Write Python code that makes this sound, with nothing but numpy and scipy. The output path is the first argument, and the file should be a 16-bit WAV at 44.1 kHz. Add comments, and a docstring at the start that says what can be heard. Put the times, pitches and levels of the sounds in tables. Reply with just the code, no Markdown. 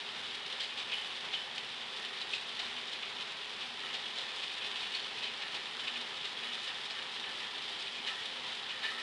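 """Heavy rain on a lawn, trees and roofs, heard on a small microphone under a porch roof.
Far out, countless drops merge into a wash; on the nearby ground they patter. Close by, runoff
from the eave breaks up in splats on the wet ground and traps bubbles that plink in a puddle.
Some of it hits a piece of sheet metal that rings. The porch gives the near sounds a short tail."""
import sys
import numpy as np
from scipy import signal
from scipy.fft import rfft, irfft
from scipy.io import wavfile

SR = 44100
rng = np.random.default_rng(int(sys.argv[2]) if len(sys.argv) > 2 else 0)


def log_audio(samples):
    """Write samples as a 16-bit WAV file to the path given in sys.argv[1]."""
    # one column per channel
    frames = np.atleast_2d(samples).T
    # limit to full scale, then quantise
    limited = np.clip(frames, -1, 1)
    pcm = np.round(limited * 32767).astype(np.int16)
    wavfile.write(sys.argv[1], SR, pcm)


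N = 397782

# spectra of the far wash, the near drops and a splat of runoff: f/Hz, relative level/dB
WASH_SPECTRUM = [(25, -27), (55, -24), (150, -12.5), (210, -12), (320, -12.5), (400, -10.5), (600, -10),
                 (800, -4), (1500, -6), (2600, -2.5), (3500, -2), (6200, -23), (10300, -34.5), (12400, -50)]
PATTER_SPECTRUM = [(300, -27.5), (900, -15.5), (1600, -11), (2700, -7), (3100, 0), (3700, 0), (4150, -7.5),
                   (5000, -11), (6200, -22.5), (8000, -26), (10400, -31.5), (12400, -63)]
SPLAT_SPECTRUM = [(200, -35.5), (550, -12), (1400, -15.5), (2200, -3), (3000, 1), (3800, 1.5), (5000, -9),
                  (6200, -20), (8000, -23), (10400, -38.5), (12400, -62)]
# resonances of the porch air, the metal sheet and the wet ground: f/Hz, width/Hz, level/dB
PORCH_AIR_MODES = [(38, 8.8, -32), (165, 14, -18.5), (218, 10, -12), (242.2, 5.4, 0.5), (320.3, 6.1, -11.5),
                   (407.7, 47, -2), (515.8, 9.9, -1.5), (766, 46, -9.5), (819, 43, -8.5), (991.4, 5.1, 3)]
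SHEET_MODES = [(1317, 32, -6.5), (1779, 69, -6.5), (1783, 34, -3.5), (1866, 37, -2.5), (2470, 26, -22),
               (2978, 39, -5), (3010, 32, -5)]
WET_GROUND_MODES = [(2513, 70, 5.5), (2960, 200, 1.5), (3500, 100, -8.5)]
# strength of the shower; only its swing about the mean counts: t/s, level/dB
SHOWER_STRENGTH = [(0.0, -43), (0.38, -44), (0.8, -43.5), (1.71, -44.5), (2.18, -43), (3.24, -44.5),
                   (4.8, -41.5), (5.55, -44.5), (6.58, -42), (7.03, -42.5), (7.39, -42), (9.02, -44)]
# runoff striking the sheet: t/s, drive of low modes/dB, drive of high modes/dB
SHEET_DRIPS = [(0.937, -66, -41.5), (0.99, -66, -51), (1.345, -70, -51), (1.984, -54.5, -66),
               (3.831, -58, -55), (4.67, -60, -54), (4.822, -66, -60), (5.422, -55.5, -64),
               (5.808, -56, -48), (6.43, -58, -55), (6.622, -55, -54), (6.954, -55.5, -54),
               (7.238, -57, -72), (7.41, -59, -70), (8.072, -53, -55), (8.165, -60, -66), (8.705, -55, -58),
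               (8.836, -49.5, -67), (8.885, -54.5, -64), (8.98, -58, -66)]
# big gobs landing under the eave: t/s, level/dB, spread/s, hollow body/dB, fine spray/dB
BIG_SPLATS = [(0.464, -38, 0.0018, -5, 0), (0.527, -37.5, .003, -14, 0), (0.61, -36, .0065, -7, 1),
              (0.639, -38.5, 0.0078, -1, 5), (0.796, -38.5, 0.012, -3, 0), (0.92, -35, .0025, 0, -1),
              (0.932, -33.5, 0.0053, 11, -7), (1.061, -42, .002, 0, -7), (1.337, -36.5, .008, -5, -4),
              (1.582, -35.5, 0.0021, 4, 6), (2.217, -38, .004, -9, -1), (2.341, -35.5, 0.01, -1, 2),
              (2.598, -35.5, 0.0056, -7, -1), (2.78, -41.5, .008, 8, -1), (2.93, -40.5, .007, -13, -1),
              (3.031, -38, 0.0042, 4, -12), (3.213, -41, 0.0074, 3, -3), (3.626, -42.5, 0.016, -1, -2),
              (3.948, -38, 0.0059, -8, -3), (4.063, -38.5, 0.0022, 7, -2), (4.188, -37.5, 0.0053, -13, -1),
              (4.437, -37, .005, 2, 3), (4.649, -38.5, .005, 2, 4), (4.766, -40, .009, 9, 7),
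              (4.836, -40, 0.011, 2, 2), (4.956, -38.5, 0.012, -3, 1), (5.24, -37, 0.011, 0, -2),
              (5.273, -40.5, .012, 10, 6), (5.425, -38, 0.0059, 2, 1), (5.552, -38.5, 0.0063, -5, 2),
              (5.803, -41.5, 0.0059, -3, 7), (5.88, -35.5, 0.0071, 1, -1), (5.962, -39.5, 0.005, 8, -6),
              (6.254, -37, 0.0065, -2, -1), (6.437, -41, 0.0079, 6, -10), (6.679, -38.5, 0.0037, -5, 1),
              (6.911, -39.5, 0.0068, -5, 4), (7.026, -40, .002, -5, -4), (7.246, -40, .0045, 10, 0),
              (7.796, -44, .0065, -7, 5), (8.08, -35, 0.0099, 1, 2), (8.705, -39, 0.0096, 2, 0),
              (8.846, -37.5, .016, -3, -6)]
# air bubbles trapped in a puddle: t/s, f/Hz, level/dB
BUBBLES = [(0.931, 2980, -30), (1.339, 3010, -24), (1.343, 3250, -23.5), (2.215, 3970, -27.5),
           (2.335, 2630, -23), (4.949, 4340, -25), (6.372, 3200, -27.5)]
# water slapping down further off: t/s, level/dB
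DISTANT_SPLATS = [(1.265, -43.5), (2.635, -44.5), (2.70, -46), (5.555, -43), (8.08, -49)]


def from_db(db):
    """Decibels to gain."""
    return 10 ** (np.asarray(db) / 20)


def unit_rms(x):
    """Scale to unit rms."""
    return x / np.sqrt(np.mean(x ** 2) + 1e-20)


def drift(rate_hz, step=40, settle=2000):
    """A slow random wander of unit rms."""
    pole = np.exp(-2 * np.pi * rate_hz * step / SR)
    noise = rng.standard_normal(N // step + settle + 2)
    slow = signal.lfilter([1], [1, -2 * pole, pole * pole], noise)[settle:]
    return np.interp(np.arange(N) / step, np.arange(len(slow)), unit_rms(slow))


def response(spectrum, size=4096):
    """Minimum-phase impulse response of a spectrum drawn on a log-frequency axis."""
    hz, db = np.transpose(spectrum)
    bin_db = np.interp(np.log(np.fft.rfftfreq(size, 1 / SR) + 1), np.log(hz), db)
    cepstrum = irfft(np.log(from_db(bin_db)))
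    cepstrum[1:size // 2] *= 2
    cepstrum[size // 2 + 1:] = 0
    return irfft(np.exp(rfft(cepstrum)))


def colour(x, spectrum):
    """Filter a sound by a spectrum."""
    return signal.oaconvolve(x, response(spectrum))[:len(x)]


def resonate(x, hz, width_hz):
    """One resonance with gain 1 at its top."""
    radius = np.exp(-np.pi * width_hz / SR)
    zeros = np.array([1, 0, -1]) * (1 - radius ** 2) / 2
    poles = [1, -2 * radius * np.cos(2 * np.pi * hz / SR), radius ** 2]
    return signal.lfilter(zeros, poles, x + 1e-18)


def add(out, sound, at_s):
    """Mix a sound in from the given time on."""
    start = max(round(at_s * SR), 0)
    out[start:start + len(sound)] += sound[:max(N - start, 0)]


def impacts(per_s, spread_db, size=N):
    """Droplets land at random, most small and a few large."""
    strengths = from_db(spread_db * np.minimum(rng.exponential(1, size), 4))
    return strengths * rng.choice([-1, 1], size) * (rng.random(size) < per_s / SR)


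def far_wash(waver_db=0.55):
    """Far drops merge into a smooth roar that stirs the air under the porch roof."""
    wash = colour(rng.standard_normal(N), WASH_SPECTRUM)
    stir = rng.standard_normal(N)
    boom = sum(from_db(db) * resonate(stir, hz, width) for hz, width, db in PORCH_AIR_MODES)
    return unit_rms(wash + boom) * from_db(waver_db * drift(rate_hz=3.5))


def near_patter(per_s=3000, clump_db=3.5, surfaces=4):
    """Drops on the nearby ground come in clumps, each surface with a slightly different pitch."""
    out = np.zeros(N)
    for pitch in np.geomspace(.96, 1.04, surfaces):
        drops = impacts(per_s / surfaces, spread_db=2.5) * from_db(clump_db * drift(rate_hz=29))
        out += colour(drops, [(hz * pitch, db) for hz, db in PATTER_SPECTRUM])
    return unit_rms(out)


def close_splashes(fade_s=0.008, bright_hz=3800):
    """Single drops near the microphone burst with a sharp front and a short fizz of spray."""
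    t = np.arange(SR // 16) / SR
    drops = abs(impacts(per_s=45, spread_db=2.5))
    bursts = signal.oaconvolve(drops, np.exp(-t / fade_s))[:N]
    fizz = colour(bursts * rng.standard_normal(N), PATTER_SPECTRUM)
    highpass = signal.butter(2, bright_hz, "high", fs=SR, output="sos")
    return unit_rms(signal.sosfilt(highpass, fizz))


def sheet_metal(steady_db=-62.5, scatter_s=0.026, rattle_db=-4, rattle_s=0.096, split_hz=2200):
    """Droplets ring the sheet: a light steady drumming, and bursts that rattle as water falls back."""
    t = np.arange(SR // 2) / SR
    burst = np.exp(-t / scatter_s) + from_db(rattle_db) * np.exp(-t / rattle_s)
    low_drive, high_drive = np.full((2, N), from_db(steady_db))
    for at_s, low_db, high_db in SHEET_DRIPS:
        add(low_drive, from_db(low_db) * burst, at_s)
        add(high_drive, from_db(high_db) * burst, at_s)
    drops = unit_rms(impacts(per_s=900, spread_db=3))
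    out = np.zeros(N)
    for hz, width, db in SHEET_MODES:
        drive = high_drive if hz > split_hz else low_drive
        equal_power = np.sqrt(SR / (np.pi * width))
        out += from_db(db) * equal_power * resonate(drive * drops, hz, width)
    return out


def lesser_gobs(per_s=6, spread_s=.005, count=200):
    """The eave sheds lesser gobs at uneven intervals; gives rows laid out like BIG_SPLATS."""
    times = np.cumsum(rng.gamma(2, .5, count)) / per_s
    levels_db = rng.normal([-44.5, 0, 0], [0.5, 4, 2], (count, 3))
    return [(at_s, db, spread_s, body_db, spray_db)
            for at_s, (db, body_db, spray_db) in zip(times, levels_db) if at_s < N / SR]


def runoff_splats(gobs, attack=0.6, body_hz=2500, spray_hz=4300, size=8192):
    """Each gob lands under the eave as a tight cloud of droplets, with its own body and spray."""
    out = np.zeros(N)
    t = (np.arange(size) - size // 2) / SR
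    splash = response(SPLAT_SPECTRUM)
    splash += sum(from_db(db) * resonate(splash, hz, width) for hz, width, db in WET_GROUND_MODES)
    spray_band = signal.butter(2, spray_hz, "high", fs=SR, output="sos")
    for at_s, db, spread_s, body_db, spray_db in gobs:
        # the cloud builds up faster than it thins out
        since_peak = t / spread_s + (1 - attack)
        flank = np.where(since_peak < 0, attack, 2 - attack)
        cloud = np.exp(-(since_peak / flank / 2) ** 2)
        droplets = cloud * impacts(per_s=4000, spread_db=2.1, size=size)
        hit = signal.fftconvolve(droplets, splash)[:size]
        hit += (from_db(body_db) - 1) * resonate(hit, body_hz, width_hz=950)
        hit += (from_db(spray_db) - 1) * signal.sosfiltfilt(spray_band, hit)
        cloud_rms = np.sqrt(np.mean(cloud ** 2))
        add(out, from_db(db) * cloud_rms * unit_rms(hit), at_s + t[0])
    return out


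def bubble_plinks(t60_s=0.027, rise_s=0.00072):
    """Each air bubble trapped in the puddle rings for a few dozen cycles."""
    out = np.zeros(N)
    t = np.arange(SR // 8) / SR
    envelope = from_db(-60 * t / t60_s) * (1 - np.exp(-t / rise_s))
    for at_s, hz, db in BUBBLES:
        add(out, from_db(db) * envelope * np.sin(2 * np.pi * hz * t), at_s)
    return out


def far_splats(spread_s=0.02):
    """Distance dulls slaps of water and smears them into short swells with the colour of the wash."""
    t = np.arange(N) / SR
    swells = sum(from_db(db) * np.exp(-np.minimum(((t - at_s) / (2 * spread_s)) ** 2, 20))
                 for at_s, db in DISTANT_SPLATS)
    return swells * unit_rms(colour(rng.standard_normal(N), WASH_SPECTRUM))


def porch(x, t60_s=0.51, tail_db=-6.5, first_echo_s=.006, block=2048):
    """Wall, floor and roof around the microphone return a short diffuse tail."""
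    out = x.copy()
    t = np.arange(SR // 3) / SR
    fade = from_db(-60 * t / t60_s) * (t > first_echo_s)
    fade *= from_db(tail_db) / np.linalg.norm(fade)
    for start in range(0, N, block):
        tail = fade * rng.standard_normal(len(t))  # new each block, as drops land in new spots
        add(out, signal.fftconvolve(x[start:start + block], tail), start / SR)
    return out


def scene(wash_db=-45, patter_db=-46.5, splash_db=-55, swell_depth=1.22):
    """From the porch, in mono: the wash far off, patter in front of it, runoff close by."""
    # patter and lesser gobs follow the shower; the far wash averages out
    shower_db = np.interp(np.arange(N) / SR, *np.transpose(SHOWER_STRENGTH))
    swell_db = swell_depth * (shower_db - shower_db.mean())
    far = from_db(wash_db) * far_wash() + far_splats()
    drops = from_db(patter_db + swell_db) * near_patter() + from_db(splash_db) * close_splashes()
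    runoff = sheet_metal() + runoff_splats(BIG_SPLATS) + bubble_plinks()
    runoff += from_db(swell_db) * runoff_splats(lesser_gobs())
    return (far + porch(drops + runoff))[None]


def record(dry, roll_off_hz=11200, cutoff_hz=12000):
    """A small camera microphone: the top rolls off, then is cut steeply."""
    roll_off = signal.butter(10, roll_off_hz, fs=SR, output="sos")
    steep_cut = signal.ellip(10, .2, 80, cutoff_hz, fs=SR, output="sos")
    return signal.sosfilt(steep_cut, signal.sosfilt(roll_off, dry))


dry = scene()
out = record(dry)
log_audio(out)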